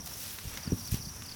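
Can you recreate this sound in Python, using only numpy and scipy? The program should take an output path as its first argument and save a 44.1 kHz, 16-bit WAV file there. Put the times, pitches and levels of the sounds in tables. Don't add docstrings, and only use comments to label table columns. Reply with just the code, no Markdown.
import sys
import numpy as np
from scipy import signal
from scipy.fft import rfft, irfft
from scipy.io import wavfile
from scipy.ndimage import uniform_filter1d

SR = 44100
rng = np.random.default_rng(int(sys.argv[2]) if len(sys.argv) > 2 else 0)


def generate_wav(sig):
    pcm = np.round(np.clip(np.atleast_2d(sig).T, -1, 1) * 32767).astype(np.int16)
    wavfile.write(sys.argv[1], SR, pcm)


def ratio_of_db(decibels):
    return 10 ** (np.asarray(decibels, float) / 20)


N = 59535

# (frequency [Hz], density [dB])
AIR_SPECTRUM = [(250, 2.5), (500, 2.5), (1000, 4), (2000, -2), (3500, -4.5), (7000, -3.5), (10000, -4),
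                (17000, -8.5)]
# (centre [Hz], width [Hz], level [dB], throb rate [1/s], throb depth [dB])
CHORUSES = [
    (5740, 910, -53, 170, 2.5),
    (5510, 980, -58.5, 130, 2.3),
    (9920, 870, -58.5, 120, -0.3),
]
# (time [s], gain [dB])
CHORUS_SWELL = [
    (0, 0),
    (.35, 0),
    (.43, -6),
    (.5, 1),
    (.62, -1.7),
    (.85, 2.3),
    (.98, 2.5),
    (1.18, 0.9),
    (1.35, -1.5),
]
# (time [s], level [dB])
BIRD_NOTES = [(.598, -57), (.629, -46.5), (.663, -45.5), (.805, -50), (.838, -49), (0.871, -47),
              (1.012, -49.5), (1.043, -45.5), (1.076, -49), (1.249, -49), (1.280, -44.5), (1.31, -43.5)]
# (time [s], first pulse [dB], second pulse [dB])
CRICKET_PAIRS = [
    (.003, -41, -50),
    (.552, -44, -46),
    (0.63, -42, -44.5),
    (.704, -42, -39),
    (0.78, -41, -46),
    (0.854, -42, -43),
    (0.929, -49, -41.5),
    (1.008, -41.5, -45.5),
    (1.087, -43, -46),
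]
# (time [s], swish level [dB], band centre [Hz])
WADING = [(0, -70.5, 700), (.1, -55.5, 910), (.25, -64, 2800), (.36, -55, 1580), (.45, -58, 3100),
          (.53, -54, 1940), (.62, -49, 1720), (.72, -53.5, 1280), (.82, -60.5, 1070), (.95, -63, 2560),
          (1.05, -65.5, 1020), (1.18, -57.5, 990), (1.27, -67.5, 3300), (1.32, -49, 4040),
          (1.35, -58, 3800)]
# (time [s], rumble level [dB])
GUST_RUMBLE = [(0, -42), (.03, -51.5), (.38, -52), (.47, -48), (.55, -49), (.62, -52.5), (.70, -38.5),
               (.74, -40), (.79, -48.5), (.89, -47), (.95, -43), (1.02, -47), (1.08, -44.5), (1.14, -52.5),
               (1.23, -46), (1.35, -53)]
# (frequency [Hz], density [dB])
RUMBLE_SPECTRUM = [(25, -27), (45, -2), (75, 0.5), (130, -2), (220, -6.5), (320, -13), (500, -31),
                   (900, -45)]
# (time [s], peak [dB], size as pitch [Hz], push +1 or pull -1)
WIND_EDDIES = [(0.456, -30, 115, -1), (0.476, -27, 79, -1), (0.6789, -23.5, 188, -1),
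               (0.7226, -15.5, 272, -1), (0.7317, -16.5, 186, 1), (0.7357, -27.5, 292, 1),
               (0.7456, -25.5, 204, -1), (.676, -28, 257, 1), (0.7276, -28, 158, -1),
               (0.927, -18.5, 113, -1), (0.9433, -25, 240, 1), (0.946, -21, 126, -1), (.9775, -34, 130, -1),
               (1.074, -30, 124, 1), (0.536, -36, 59.7, 1), (.933, -30, 87.5, 1)]
# (time [s], rustle level [dB], tilt [dB/octave])
STALK_BRUSHES = [(0, -62.5, -6), (.055, -49, 3.5), (.066, -44.5, -0.1), (.165, -43.5, 0.7),
                 (.195, -40, 1.4), (.255, -41, -0.6), (.32, -42.5, 1.2), (.44, -48.5, -1.3),
                 (.55, -45.5, -1.7), (.68, -54, -1), (.77, -46, 0.9), (.905, -48.5, 0.3), (.918, -37, 2),
                 (.95, -40, -1), (.985, -49, -3), (1.02, -53, -0.3), (1.35, -56, -3.05)]
# (frequency [Hz], density [dB])
STALK_SPECTRUM = [(500, -5), (1200, -7), (3000, -2), (5000, 0), (8000, -3), (12000, 0.5), (17000, -2)]
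# (time [s], peak [dB], lowest [Hz], highest [Hz])
TWIG_SNAPS = [(0.0624, -33, 7300, 17000), (0.206, -28, 9000, 17000), (.250, -31, 1500, 7040),
              (0.3867, -28, 950, 7040), (0.574, -21.5, 960, 6900), (0.9184, -20, 7500, 18300),
              (.919, -34, 1520, 7000), (.946, -34, 3000, 7050), (1.163, -35, 7300, 13500),
              (1.222, -28.5, 1010, 7260), (1.236, -37, 6040, 11700), (1.2645, -32, 6500, 17000),
              (1.338, -40, 13500, 17000)]
# (frequency [Hz], level [dB])
CAMERA_WHINE = [
    (13184, -67),
    (14508, -63),
]


def unit(x):
    return x / np.sqrt(np.mean(x ** 2))


def read(table, col):
    points = np.array(table)
    return np.interp(np.arange(N) / SR, points[:, 0], points[:, col])


def walk(rate_hz):
    hold = int(SR / rate_hz)
    levels = rng.standard_normal(400)[:N // hold + 1]
    return unit(uniform_filter1d(np.repeat(levels, hold)[:N], hold))


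def band(x, centre_hz, width_hz):
    f = np.fft.rfftfreq(len(x), 1 / SR)
    bell = np.exp(-((f - centre_hz) / width_hz) ** 2 * 2)
    return irfft(rfft(x) * bell, len(x))


def half_octave(f, octave, ref_hz):
    return np.clip(1 - 2 * np.abs(np.log2(f / ref_hz) - octave), 0, 1)


def hiss(spectrum, source, flicker_db, rate_hz, tilt_db):
    f = np.fft.rfftfreq(N, 1 / SR) + 1
    points_hz, points_db = np.array(spectrum).T
    spec = rfft(source) * ratio_of_db(np.interp(np.log(f), np.log(points_hz), points_db))
    out = 0
    for octave in np.arange(-9, 1.5, 0.5):
        part = irfft(spec * half_octave(f, octave, 10000), N)
        out = out + part * ratio_of_db(flicker_db * walk(rate_hz) + tilt_db * octave)
    return out / np.sqrt(np.mean(irfft(spec, N) ** 2))


def add(out, time_s, x):
    i = int(time_s * SR)
    out[i:i + len(x)] += x[:N - i]


def glide(length_s, from_hz, to_hz, level_db):
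    n = int(length_s * SR)
    u = np.arange(n) / n
    pitch_hz = from_hz * (to_hz / from_hz) ** u ** 0.877
    swell = np.sin(np.pi * u) ** 0.55
    return np.sqrt(2) * ratio_of_db(level_db) * swell * np.sin(2 * np.pi * np.cumsum(pitch_hz) / SR)


def distant_air():
    return ratio_of_db(-53) * hiss(AIR_SPECTRUM, rng.standard_normal(N), 1.44, 8.34, 0)


def insect_chorus():
    out = np.zeros(N)
    for centre_hz, width_hz, level_db, rate_hz, throb_db in CHORUSES:
        blur = unit(band(rng.standard_normal(N), centre_hz, width_hz))
        out += blur * ratio_of_db(level_db + throb_db * walk(rate_hz) + read(CHORUS_SWELL, 1))
    return out


def bird():
    out = np.zeros(N)
    for time_s, level_db in BIRD_NOTES:
        add(out, time_s, glide(0.0201, 5350, 4263, level_db))
    return out


def cricket():
    pair_gap_s, pulse_s, from_hz, to_hz = 0.0125, 0.0084, 6000, 5640
    out = np.zeros(N)
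    for time_s, first_db, second_db in CRICKET_PAIRS:
        add(out, time_s, glide(pulse_s, from_hz, to_hz, first_db))
        add(out, time_s + pair_gap_s, glide(pulse_s, from_hz, to_hz, second_db))
    return out


def leaf_scatter(x):
    t60_s, tail_db = 0.15, -14
    t = np.arange(4000) / SR
    tail = rng.standard_normal(len(t)) * 1000 ** (-t / t60_s)
    tail /= np.sqrt(np.sum(tail ** 2))
    return x + ratio_of_db(tail_db) * signal.fftconvolve(x, tail)[:N]


def wading():
    width_octaves = 1.28
    f = np.fft.rfftfreq(N, 1 / SR) + 1
    grains = rng.standard_normal(N) * ratio_of_db(2.43 * walk(150))
    spec = rfft(grains) / np.sqrt(f)
    centre_octave = np.log2(read(WADING, 2))
    out = 0
    for octave in np.arange(9, 13, 0.5):
        part = irfft(spec * half_octave(f, octave, 1), N)
        near_centre = np.exp(-((octave - centre_octave) / width_octaves) ** 2)
        out = out + part * near_centre * ratio_of_db(0.98 * walk(28.7))
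    return ratio_of_db(read(WADING, 1)) * unit(out)


def wind():
    t = np.arange(N) / SR
    out = ratio_of_db(read(GUST_RUMBLE, 1)) * hiss(RUMBLE_SPECTRUM, rng.standard_normal(N), 2.16, 30, 0)
    for time_s, peak_db, size_hz, sign in WIND_EDDIES:
        a = (np.pi * size_hz * (t - time_s)) ** 2
        out = out + np.sign(sign) * ratio_of_db(peak_db) * (1 - 1.24 * a) * np.exp(-a)
    bass_cut = signal.butter(2, 34, "high", fs=SR, output="sos")
    return signal.sosfiltfilt(bass_cut, out)


def stalks():
    clicks = rng.standard_normal(N) * ratio_of_db(2.6 * rng.exponential(size=N))
    grains = unit(clicks * ratio_of_db(1.43 * walk(150)))
    rustle = hiss(STALK_SPECTRUM, grains, 0.95, 41.03, read(STALK_BRUSHES, 2))
    return ratio_of_db(read(STALK_BRUSHES, 1)) * rustle


def snaps():
    t60_s, tail_db, tilt, lead = 0.02, -15.5, 0.36, 64
    t = np.arange(1024) / SR
    f = np.fft.rfftfreq(2048, 1 / SR) + 1
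    out = np.zeros(N)
    for time_s, peak_db, low_hz, high_hz in TWIG_SNAPS:
        splinters = ratio_of_db(tail_db) * rng.standard_normal(1024) * 1000 ** (-t / t60_s)
        crack = np.r_[np.zeros(lead), 1, splinters]
        snap_band = f ** -tilt / (1 + (low_hz / f) ** 10) / (1 + (f / high_hz) ** 30)
        x = irfft(rfft(crack, 2048) * snap_band)[:1024]
        add(out, time_s - lead / SR, ratio_of_db(peak_db) * x / np.abs(x).max())
    return out


def scene():
    mix = distant_air() + wind() + stalks() + wading()
    mix += leaf_scatter(insect_chorus() + bird() + cricket())
    return (mix + snaps())[None]


def low_pass(x):
    return signal.sosfilt(signal.butter(12, 17960, fs=SR, output="sos"), x)


def record(dry):
    t = np.arange(N) / SR
    x = signal.lfilter(*signal.iirnotch(7200, 59, fs=SR), dry)
    for whine_hz, level_db in CAMERA_WHINE:
        x = x + np.sqrt(2) * ratio_of_db(level_db) * np.sin(2 * np.pi * whine_hz * t)
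    top_cut = signal.ellip(12, 0.3, 70, 17350, fs=SR, output="sos")
    return low_pass(signal.sosfilt(top_cut, x))


dry = scene()
out = record(dry)
generate_wav(out)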